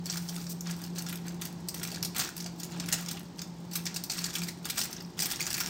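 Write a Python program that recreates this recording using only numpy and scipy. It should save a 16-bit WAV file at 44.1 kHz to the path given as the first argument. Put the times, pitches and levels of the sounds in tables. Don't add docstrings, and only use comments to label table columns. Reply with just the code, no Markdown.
import sys
import numpy as np
from scipy import signal
from scipy.fft import rfft, irfft, next_fast_len
from scipy.io import wavfile
from scipy.ndimage import uniform_filter1d

SR = 44100
rng = np.random.default_rng(int(sys.argv[2]) if len(sys.argv) > 2 else 0)


def transcribe(u):
    v = np.clip(np.atleast_2d(u).T, -1, 1)
    q = np.round(v * 32767).astype(np.int16)
    wavfile.write(sys.argv[1], SR, q)


N = 250929
TIME = np.arange(N) / SR


def amp(db):
    return 10 ** (np.asarray(db) / 20)


def evened(x):
    return x / np.sqrt(np.mean(x ** 2) + 1e-20)


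def read(points, hz):
    f, value = np.transpose(points)
    return np.interp(np.log(hz + 1), np.log(f + 1), value)


def follow(rows):
    return np.interp(TIME, *np.transpose(rows))


def add(mix, s, sound):
    part = mix[max(round(s * SR), 0):][:len(sound)]
    part += sound[:len(part)]


def tint(x, points):
    size = next_fast_len(N + 4096)
    gains = amp(read(points, np.fft.rfftfreq(size, 1 / SR)))
    return irfft(rfft(x, size) * gains, size)[:N]


def wander(per_s):
    return np.interp(TIME * per_s, np.arange(N), rng.standard_normal(N))


def spectra(x, size):
    hz, _, z = signal.stft(x, SR, nperseg=size, noverlap=size - size // 4)
    return hz, abs(z) ** 2


def diffuse(power, size):
    z = np.sqrt(power) * np.exp(2j * np.pi * rng.random(power.shape))
    return 2 * signal.istft(z, nperseg=size, noverlap=size - size // 4)[1][:N]


def causal(db):
    cepstrum = irfft(np.log(amp(db)))
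    half = len(cepstrum) // 2
    cepstrum[1:half] *= 2
    cepstrum[half + 1:] = 0
    return np.exp(rfft(cepstrum))


# start_s, level_db
HUM = [(0, -40.5), (1.4, -40.5), (2.1, -44.5), (2.9, -44), (3.25, -52), (4, -42.5), (4.17, -48.5),
       (4.42, -38), (4.85, -54.5), (5.69, -45.5)]
# multiple of HUM_HZ, level_db
HUM_PARTIALS = [(.5,-32),(1,-0.5),(2,-21.5)]
HUM_HZ = 172.6
EDDY_DB, EDDY_PER_S = -48.5, 14


def fan_hum():
    turns = HUM_HZ * TIME + .03 * wander(per_s=12)
    tone = sum(amp(db) * np.sin(2 * np.pi * (k * turns + rng.random())) for k, db in HUM_PARTIALS)
    jostle = wander(EDDY_PER_S) + 1j * wander(EDDY_PER_S)
    eddies = (jostle * np.exp(2j * np.pi * turns)).real
    return amp(follow(HUM)) * evened(tone) + amp(EDDY_DB) * evened(eddies)


# pitch_hz, level_db
RUSH_COLOUR = [(20,-49),(40,-23),(60,-8),(110,-3.5),(150,3),(200,0.5),(260,-3.5),(350,-2.5),(480,-13.5),(650,-14.5),(850,-11),(1300,-22),(2800,-28),(5000,-24.5),(8500,-33),(10000,-45),(15500,-40)]
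# start_s, level_db
RUSH = [(0.0, -51.5), (2.16, -49), (2.22, -46), (2.31, -53), (2.52, -49.5), (2.63, -51.5), (2.76, -46),
        (3.03, -51), (5.12, -51), (5.21, -49.5), (5.69, -50.5)]


def rush(gain_db=3.5):
    noise = evened(tint(rng.standard_normal(N), RUSH_COLOUR))
    return amp(follow(RUSH) + gain_db) * noise


# pitch_hz, time to fall by 60 dB in s
KITCHEN = [(300,1),(1500,0.35),(5000,0.4),(9000,0.33),(15000,0.21)]
# pitch_hz, level_db
WALLS = [(300,1.5),(8500,-4),(10000,-7),(15000,-6)]


def kitchen(x, tail_db=-7):
    hz, power = spectra(x, size=512)
    keep = amp(-120 * 128 / SR / read(KITCHEN, hz))
    stored = np.array([signal.lfilter([0, 0, 0, 0, 1 - k], [1, -k], band) for k, band in zip(keep, power)])
    walls = amp(read(WALLS, hz))[:, None] ** 2
    return amp(tail_db) * diffuse(stored * walls, size=512)


# pitch_hz, width_hz, level_db
ROLL = [(732,66,-0.5),(1405,31,4.5),(1655,33,2.5),(1903,14,1),(2332,33,-6),(2655,30,-0.5),(3440,47,-15)]
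FACET_DB, FACET_HZ = 5, 400


def buckle(colour, decay, shade=((1000, 0), (16000, 0)), echo_db=-13, echo_s=0.016, size=4096):
    t, hz = np.arange(size) / SR, np.fft.rfftfreq(size, 1 / SR)
    decay = max(decay, .0006)
    clumps = np.repeat(rng.standard_normal(size // 8), 8)
    clicks = rng.standard_normal(size) * amp(3.5 * clumps)
    fade = np.exp(-t / decay) + amp(echo_db) * np.exp(-t / echo_s)
    clicks *= fade * (1 - np.exp(-t / (0.27 * decay)))
    facet = np.interp(hz / FACET_HZ, np.arange(size), np.clip(rng.standard_normal(size), -2, 2))
    roll = 1 + sum(amp(db) / (1 + (2 * (hz - f) / width) ** 2) for f, width, db in ROLL)
    gain_db = read(colour, hz) + read(shade, hz) + FACET_DB * facet
    sound = irfft(rfft(clicks) * causal(gain_db + 20 * np.log10(roll)))
    return sound / np.linalg.norm(sound)


# start_s, level_db
BUMPS = [(0.66, -36), (1.917, -34), (2.025, -35), (2.188, -32), (2.45, -29.5), (2.926, -27.5), (3.138, -32),
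         (4.698, -51), (4.892, -37), (5.231, -35)]
# pitch_hz, level_db
BUMP = [(60,-57),(200,-23),(500,-1.5),(800,1.5),(1500,-24),(4000,-65)]


def bumps(gain_db=11):
    out = np.zeros(N)
    for s, db in BUMPS:
        add(out, s, amp(db + gain_db) * buckle(BUMP, decay=.014))
    return out


# start_s, length_s, level_db
STROKES = [(0.02,0.54,-52.5),(0.488,0.049,-40)]


def strokes():
    out = np.zeros(N)
    hiss = evened(tint(np.diff(rng.laplace(size=N + 1)), FOIL))
    for s, length, db in STROKES:
        swell = signal.windows.tukey(round(abs(length) * SR))
        add(out, s, amp(db) * swell)
    return out * hiss


# start_s, length_s, effort_db, dull flexing relative to the effort in dB
PRESSES = [(0.047, .04, -43, -16), (0.08, 0.097, -42.5, -4), (0.227, .19, -45, -7), (0.65, 0.066, -45.5, 4),
           (.77, 0.096, -49, -3), (0.962, 0.022, -35, -8), (1.052, 0.1, -43.5, -2),
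           (1.259, 0.022, -44, 1.5), (1.402, 0.052, -40.5, -7), (1.765, .2, -42, -5.5),
           (2.156, 0.067, -32.5, -5), (2.211, 0.038, -34.5, -2), (2.356, 0.09, -44.5, -7),
           (2.59, 0.045, -41, -9), (2.694, 0.15, -53, 7.5), (2.861, 0.18, -43.5, 0.5),
           (3.063, 0.12, -46.5, 2), (3.383, 0.021, -52, 2), (3.718, 0.068, -42, -5.5),
           (3.85, 0.17, -60, 10), (4.121, 0.17, -39, -4.5), (4.338, .04, -33, -10.5),
           (4.422, 0.047, -40.5, -8), (4.633, 0.098, -45.5, 0), (4.764, 0.068, -35, -3),
           (4.857, 0.15, -52, 3.5), (5.178, 0.071, -36, -6), (5.289, 0.05, -33.5, -6),
           (5.385, 0.36, -38, -3)]
PRESS_ATTACK_S, PRESS_SAG_DB, PRESS_RELEASE_S = 0.022, -0.5, 0.031
REST_FINE_DB, REST_FLEX_DB = -63, -65


def hands():
    fine, flex = amp(REST_FINE_DB) ** 2, amp(REST_FLEX_DB) ** 2
    for start, length, db, flex_db in PRESSES:
        t = TIME - start
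        attack = np.clip(t / PRESS_ATTACK_S + .5, 0, 1)
        held = attack * amp(db + PRESS_SAG_DB * np.clip(t / length, 0, 1))
        press = held * np.exp(-np.maximum(t - length, 0) / PRESS_RELEASE_S)
        fine = fine + press ** 2
        flex = flex + (press * amp(flex_db)) ** 2
    return np.sqrt(fine), np.sqrt(flex)


def crackle(colour, per_s, spread_db, decay, count=48):
    chance, sizes, facet = rng.random(N), rng.exponential(1, N), rng.integers(0, count, N)
    train = (chance < per_s / SR) * amp(spread_db * np.minimum(sizes, 3))
    train /= np.sqrt(abs(uniform_filter1d(train ** 2, size=SR // 10)) + 1e-4)
    out = np.zeros(N)
    for k in range(count):
        shade = np.c_[np.geomspace(1500, 12000, 4), 3.5 * rng.standard_normal(4)]
        out += signal.oaconvolve(train * (facet == k), buckle(colour, decay, shade))[:N]
    return out


# pitch_hz, level_db
WRINKLE = [(400,-27),(1500,-13),(3200,-8),(4700,0),(5600,0),(7000,-4),(8700,-3.5),(10000,-14),(12500,-8),(15700,-10)]
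# pitch_hz, level_db
FLEX = [(200,-0.5),(600,-2.5),(1400,7.5),(2400,6.5),(4000,6.5),(9000,-20.5)]


def crinkle(fine_db=-1, flex_db=-5):
    fine = crackle(WRINKLE, per_s=180, spread_db=7, decay=.0015)
    flex = crackle(FLEX, per_s=200, spread_db=3.5, decay=.005)
    on_wrinkles, on_layers = hands()
    return fine * on_wrinkles * amp(fine_db) + flex * on_layers * amp(flex_db)


# start_s, level_db, pitch_hz
PINGS = [(0.374,-43,1394),(.608,-30.5,6370),(1.269,-45,1620),(1.947,-31,4900),(1.971,-41,1640),(4.353,-25.5,3260),(4.484,-35,2030),(4.966,-30,5930),(5.008,-33.5,5030),(5.049,-38,5400),(5.404,-25.5,2320)]


def pings(gain_db=-3, cycles=14):
    out, t = np.zeros(N), np.arange(SR // 10) / SR
    for s, db, hz in PINGS:
        ring = sum(np.sin(2 * np.pi * (hz * ratio * t + rng.random())) for ratio in (.92, 1, 1.07))
        shape = np.exp(-hz * t / cycles) * (1 - np.exp(-hz * t / 2))
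        add(out, s, amp(db + gain_db) * ring * shape)
    return out


# start_s, level_db, low body_db, top fizz_db
SNAPS = [(0.0981, -20.5, -31, -26), (0.1348, -32, -12, -42), (0.17, -23.5, -27, -15),
         (0.2872, -28.5, -37, -37), (0.4665, -32, -20, -34), (0.608, -30.5, -36, -9),
         (0.7091, -28, -29, -15), (0.838, -31.5, -32, -13), (0.9828, -24, -39, -18),
         (1.0644, -29, -15.5, -19), (1.1258, -28, -3, -2), (1.4175, -25, -14, -14), (1.6853, -21, -26, -12),
         (1.7427, -25.5, -16, -8.5), (1.831, -21, -23, -12), (2.026, -19, -20, -13),
         (2.0474, -20, -28, -12), (2.1622, -23.5, -17, -10), (2.1805, -19.5, -13, -3.5),
         (2.2053, -21, -20, -32), (2.3777, -29.5, -22, -9), (2.402, -29, -20, -15),
         (2.4607, -29, -15.5, -20), (2.5983, -30.5, -51, -11), (2.798, -24.5, -21, -21),
         (2.8867, -24.5, -6, -6), (2.9236, -11.5, -21, -12), (3.0849, -24.5, -28, -16),
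         (3.1115, -24.5, -17, -12.5), (3.391, -30, -31, -38), (3.4171, -27.5, -22, -17),
         (3.7537, -17, -19, -6.5), (3.8543, -25.5, -25, -15), (3.8643, -21, -21, -21),
         (3.9426, -28, -35, -14), (3.9599, -20, -24, -16), (4.0373, -23.5, -29, -8.5),
         (4.0974, -19, -26.5, -21), (4.1154, -22, -29, -14), (4.1808, -26, -19, -24),
         (4.2403, -19.5, -29, -23), (4.3518, -21, -12.5, -11), (4.434, -24.5, -36, -9),
         (4.4837, -25.5, -25, -15), (4.6533, -23, -18, -11), (4.6981, -17.5, -20, -11),
         (4.773, -24, -24, -14), (4.7864, -17.5, -29, -12), (4.811, -18, -23, -15), (4.8334, -29, -26, -11),
         (4.9278, -27, -20, -12), (5.1996, -19, -27, -14), (5.22, -16, -26, -12), (5.255, -18.5, -20, -4),
         (5.3123, -22, -14, -9), (5.4051, -21.5, -18, -11), (5.465, -20, -21, -15),
         (5.5027, -21.5, -16, -10), (5.5407, -20, -19, -14.5), (5.5787, -22, -6.5, -3),
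         (5.6018, -17, -10.5, -8)]
# pitch_hz, level_db
FOIL = [(200,-30),(600,-16),(1200,-11),(2300,-6.5),(3200,-6.5),(4100,-3),(4700,2),(5900,1),(7000,-3.5),(8600,-2),(10200,-14.5),(12300,-7.5),(13600,-8),(14700,-6),(15700,-9)]
SNAP_DECAY_S, SNAP_SPREAD_OCT, SNAP_OCT_PER_DB = .0036, .2, 0.12


def snaps(gain_db=15, body_db=-1, fizz_db=0, second_db=-5, crack_db=-8):
    out = np.zeros(N)
    usual_db, usual_body, usual_fizz = np.median(SNAPS, axis=0)[1:]
    for (s, db, body, fizz), speed in zip(SNAPS, rng.standard_normal(len(SNAPS))):
        decay = SNAP_DECAY_S * 2 ** (SNAP_SPREAD_OCT * speed + SNAP_OCT_PER_DB * (db - usual_db))
        low_db = body - usual_body + body_db
        top_db = fizz - usual_fizz + fizz_db
        shade = [(700, body_db), (1400, low_db), (2400, low_db), (4500, 0.013), (7000, 0), (11000, top_db)]
        level_db = db + gain_db
        add(out, s, amp(level_db) * buckle(FOIL, decay, shade))
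        add(out, s + decay / 2, amp(level_db + crack_db) * buckle(FOIL, decay / 10, shade, echo_db=-22))
        later = s + decay * (1 + rng.random())
        add(out, later, amp(level_db + second_db) * buckle(FOIL, decay / 2, shade))
    return out


# pitch_hz, level relative to the snaps in dB
SIDE_NOISE = [(3300,-46),(4800,-16),(14000,-13)]


def side_noise(creases):
    hz, power = spectra(creases, size=128)
    return diffuse(power * amp(read(SIDE_NOISE, hz))[:, None] ** 2, size=128)


def scene():
    creases = snaps()
    near = creases + crinkle() + strokes() + pings() + bumps()
    mid = near + kitchen(near) + fan_hum() + rush()
    side = side_noise(creases)
    return np.array([mid + side, mid - side])


EDGE_HZ = 15850


def record(dry):
    lowpass = signal.firwin(401, EDGE_HZ, window=("kaiser", 8), fs=SR)
    return signal.oaconvolve(dry, lowpass[None], "same")


dry = scene()
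out = record(dry)
transcribe(out)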